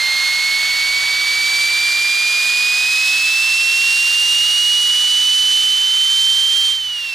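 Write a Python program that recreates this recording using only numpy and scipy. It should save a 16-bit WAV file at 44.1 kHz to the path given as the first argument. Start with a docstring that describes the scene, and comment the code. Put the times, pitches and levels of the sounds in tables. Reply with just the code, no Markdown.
"""A key-ring toy turbocharger whines on a concrete drive, fed with compressed air through a hose.
Its six blades chop the air like a siren, so the whine climbs as the rotor speeds up, over the rush
of the escaping jet. Near the end the air is shut off and the rotor starts to coast down.
Behind it the street rumbles faintly, and a far vehicle pulls away through its gears."""
import sys
import numpy as np
from scipy import signal
from scipy.fft import rfft, irfft, next_fast_len
from scipy.io import wavfile

SR = 44100
rng = np.random.default_rng(int(sys.argv[2]) if len(sys.argv) > 2 else 0)


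def log_audio(samples):
    """Write samples as a 16-bit WAV file to the path given in sys.argv[1]."""
    # one column per channel
    frames = np.atleast_2d(samples).T
    # limit to full scale, then quantise
    limited = np.clip(frames, -1, 1)
    pcm = np.round(limited * 32767).astype(np.int16)
    wavfile.write(sys.argv[1], SR, pcm)


N = 314874
TIME_S = np.arange(N) / SR
FFT_SIZE = next_fast_len(N)
BIN_HZ = np.fft.rfftfreq(FFT_SIZE, 1 / SR)


def from_db(db):
    """Turn decibels into a volume factor."""
    return 10 ** (np.asarray(db) / 20)


def unit_power(x):
    """Scale a signal to an average power of 1."""
    return x / np.sqrt(np.mean(x ** 2) + 1e-20)


def over_time(points):
    """Join (time, value) points with straight lines."""
    return np.interp(TIME_S, *np.transpose(points))


def over_frequency(points):
    """Join (frequency, value) points along a scale of octaves."""
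    hz, value = np.transpose(points)
    return np.interp(np.log(np.maximum(BIN_HZ, 1)), np.log(hz), value)


def filtered(x, response):
    """Give each frequency of a sound its own gain and delay."""
    return irfft(rfft(x, FFT_SIZE) * response, FFT_SIZE)[..., :N]


def drift(rate):
    """A random wobble of typical size 1, changing about rate times a second."""
    step, warm_up = 40, 2000   # samples per slow step, steps thrown away
    pole = np.exp(-2 * np.pi * rate * step / SR)
    noise = rng.standard_normal(N // step + warm_up + 2)
    slow = signal.lfilter([1], [1, -2 * pole, pole * pole], noise)[warm_up:]
    return np.interp(np.arange(N) / step, np.arange(len(slow)), unit_power(slow))


def tone(hz):
    """A pure tone of power 1 that follows a pitch curve."""
    return np.sqrt(2) * np.sin(2 * np.pi * (np.cumsum(hz) / SR + rng.random()))


# How alike noise is on the left and right: f/Hz, likeness (1 = the same)
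STEREO_LIKENESS = [(80, 1), (330, 0.86), (1200, .97), (6000, 1), (8500, 0.72), (10000, 0.38), (11500, .77),
                   (15000, 0.94)]

def stereo_noise(spectrum):
    """Noise with a given tone colour, less alike on the two sides in the treble."""
    colour = from_db(over_frequency(spectrum))
    alike = np.clip(over_frequency(STEREO_LIKENESS), 0, 1)
    mid = filtered(rng.standard_normal(N), colour * np.sqrt(1 + alike))
    side = filtered(rng.standard_normal(N), colour * np.sqrt(1 - alike))
    return unit_power(np.array([mid + side, mid - side]))


# Tone colour of the rumble: f/Hz, relative level/dB
RUMBLE_COLOUR = [(20, -28), (33, -17), (55, -10), (80, 2), (130, 0.5), (200, -2), (400, -21), (900, -42)]
# Hums in the rumble: f/Hz, level/dB relative to the rumble
STREET_HUMS = [(54, -8), (119, -6.5)]
# How the street swells and ebbs: t/s, level/dB
STREET_LEVEL = [(0, -61), (1, -57), (2, -58), (3.5, -60), (5, -60.5), (6, -66), (7.14, -61.5)]

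def street(waver=0.011, swell_db=4.5):
    """Distant traffic makes a low rumble with two wavering hums."""
    out = stereo_noise(RUMBLE_COLOUR)
    for hz, level_db in STREET_HUMS:
        gain = from_db(level_db + swell_db * drift(3.7))
        out += gain * tone(hz * (1 + waver * drift(4.3)))
    return out * from_db(over_time(STREET_LEVEL))


# Each pull of the far engine: start t/s, end t/s, start f/Hz, end f/Hz, level/dB
ENGINE_PULLS = [(4.8, 5.381, 78.2, 99.6, -60), (5.95, 6.5, 72, 87, -60), (6.64, 6.99, 92, 98, -57)]

def vehicle(waver=0.01, fade_s=0.13):
    """Only the exhaust's firing tone carries this far; it climbs in each pull and fades in between."""
    out = 0
    for start, end, from_hz, to_hz, level_db in ENGINE_PULLS:
        throttle = np.clip(np.minimum(TIME_S - start, end - TIME_S) / fade_s, 0, 1)
        hz = np.interp(TIME_S, [start, end], [from_hz, to_hz])
        out += from_db(level_db) * throttle * tone(hz * (1 + waver * drift(11)))
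    return out


def valve_shut(half_shut_s=6.75, ease_s=0.0238):
    """The air valve closes quickly but smoothly: 0 is open, 1 is shut."""
    return 0.5 + 0.5 * np.tanh(0.5 * (TIME_S - half_shut_s) / ease_s)


# How often a blade passes while the air is on: t/s, f/Hz
SPIN_UP = [(0.03, 2113), (0.12, 2130), (0.6, 2207), (1.56, 2313), (2.75, 2482), (3.38, 2645), (4.04, 2779),
           (4.82, 2916), (5.53, 3026), (6.07, 3075), (6.55, 3147), (6.64, 3148)]

def blade_rate(friction_per_s=0.43):
    """Blade passes per second: air speeds the rotor up; once the valve shuts, friction slows it."""
    coasting_s = np.cumsum(valve_shut()) / SR
    return over_time(SPIN_UP) * np.exp(-friction_per_s * coasting_s)


# Strength of the air flow while the valve is open: t/s, relative level/dB
AIR_FLOW = [(0.03, -30.5), (0.54, -30), (1.13, -30.5), (1.61, -28.5), (1.7, -29.5), (3.9, -28.5),
            (5.57, -29.5), (5.83, -32), (6.16, -30), (6.64, -31)]

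def air_driven_levels(parts, mid_speed_hz=2600):
    """Each part's level in dB: its base (at average flow, mid speed) moved by flow, speed and valve."""
    flow_db = over_time(AIR_FLOW)
    flow_db -= flow_db.mean()
    octaves = np.log2(blade_rate() / mid_speed_hz)
    return [base_db + per_flow * flow_db + per_octave * octaves + shut_db * valve_shut()
            for base_db, per_flow, per_octave, shut_db in parts]


# Tone colour of the escaping air: f/Hz, relative level/dB
AIR_COLOUR = [(120, -27.5), (300, -25.5), (550, -21), (1000, -13.5), (2000, -6), (2800, -5), (3500, 0.5),
              (4500, 0), (5600, -7), (6400, -6), (8800, -11.5), (10100, -11.5), (11700, -19), (15200, -24)]
# The jet's low rush, hiss and top sizzle, one row each:
# base gain/dB, change/dB per dB of flow, change/dB per octave of speed, change/dB when shut
JET_BANDS = [(-21.5, 0.15, -11.5, -5.5), (-22.5, 0.7, -5, -7), (-22, 1.26, 4.5, -10.8)]

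def jet(rush_hz=1500, hiss_hz=3800, sizzle_hz=7500, sizzle_top_hz=9500, top_hz=13500,
        turbulence_db=0.58, echo_s=0.0048, echo_db=-19.5):
    """Swirling air leaves the housing: big swirls rush, small ones hiss, and a sizzle rides on top."""
    air = stereo_noise(AIR_COLOUR)
    rush = over_frequency([(rush_hz, 1), (hiss_hz, 0)])
    sizzle = over_frequency([(hiss_hz, 0), (sizzle_hz, 1), (sizzle_top_hz, 1), (top_hz, 0)])
    hiss = 1 - rush - sizzle
    # a surface nearby throws the rush back and makes it slightly hollow
    echo = 1 + from_db(echo_db) * np.exp(-2j * np.pi * echo_s * BIN_HZ)
    out = 0
    for gain_db, band in zip(air_driven_levels(JET_BANDS), (rush * echo, hiss, sizzle)):
        out += filtered(air, band) * from_db(gain_db + turbulence_db * drift(23))
    return out


# The blade tone and its overtones at 2 and 3 times the pitch, one row each:
# base level/dB, change/dB per dB of flow, change/dB per octave of speed, change/dB when shut
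WHINE_TONES = [(-17, 0.47, 9.5, -6.5), (-29.5, 1, -24.5, -7.5), (-41, 2.3, -10, -11)]
# Faint tones of the uneven blades, and the highest overtones:
# multiple of the shaft's turning rate, level/dB relative to the blade tone
FAINT_TONES = [(5, -39), (7, -28), (8, -37), (9, -42), (10, -42), (24, -39), (30, -50)]
# The shaft's soft hum: t/s, level/dB
SHAFT_HUM = [(0, -65), (1.1, -56.5), (2.5, -58.5), (4, -58), (6.7, -61.5), (7.14, -75)]

def rotor(blades=6, wander=0.00017, flutter_db=0.41, overtone_flutter_db=0.5):
    """Blades chop the jet like a siren; the rotor's spinning mass keeps the pitch smooth."""
    blade_hz = blade_rate() * (1 + wander * drift(8.8))
    shaft_hz = blade_hz / blades
    tone_db, *overtones_db = air_driven_levels(WHINE_TONES)
    out = from_db(tone_db + flutter_db * drift(23)) * tone(blade_hz)
    for multiple, level_db in enumerate(overtones_db, 2):
        out += from_db(level_db + overtone_flutter_db * drift(13)) * tone(multiple * blade_hz)
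    # any unevenness of the blades repeats once a turn
    for multiple, level_db in FAINT_TONES:
        out += from_db(tone_db + level_db) * tone(multiple * shaft_hz)
    # the unbalanced shaft shakes the housing
    return out + from_db(over_time(SHAFT_HUM)) * tone(shaft_hz)


def scene():
    """The toy close by, the street far behind."""
    return rotor() + jet() + street() + vehicle()


# How much louder the left microphone is than the right: f/Hz, level/dB
LEFT_LOUDER = [(200, -0.3), (1400, -1), (2100, -4), (2400, -3.5), (3000, -4.5), (3500, -6), (4200, -5),
               (4800, 1.5), (5800, 0.5), (7000, 2.5), (8200, 5), (9400, 4.5), (10300, 6), (12500, 0)]
# How far the left wave runs ahead of the right: f/Hz, phase/rad
LEFT_AHEAD = [(2000, 0), (3100, 0.15), (4000, 0.23), (4500, 0.46), (5200, 0.076), (6800, 0.16),
              (9200, -0.56), (10000, -0.57), (11900, -2), (15000, -1.84)]

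def record(dry, stop_hz=15900):
    """The body around the two microphones shades and delays each in its own way; the top treble is cut."""
    left = from_db(over_frequency(LEFT_LOUDER) / 2) * np.exp(0.5j * over_frequency(LEFT_AHEAD))
    right = 1 / left
    microphones = np.array([left, right]) * 2 / abs(left + right)
    treble_cut = signal.cheby2(20, 70, stop_hz, fs=SR, output="sos")
    return signal.sosfilt(treble_cut, filtered(dry, microphones))


dry = scene()
out = record(dry)
log_audio(out)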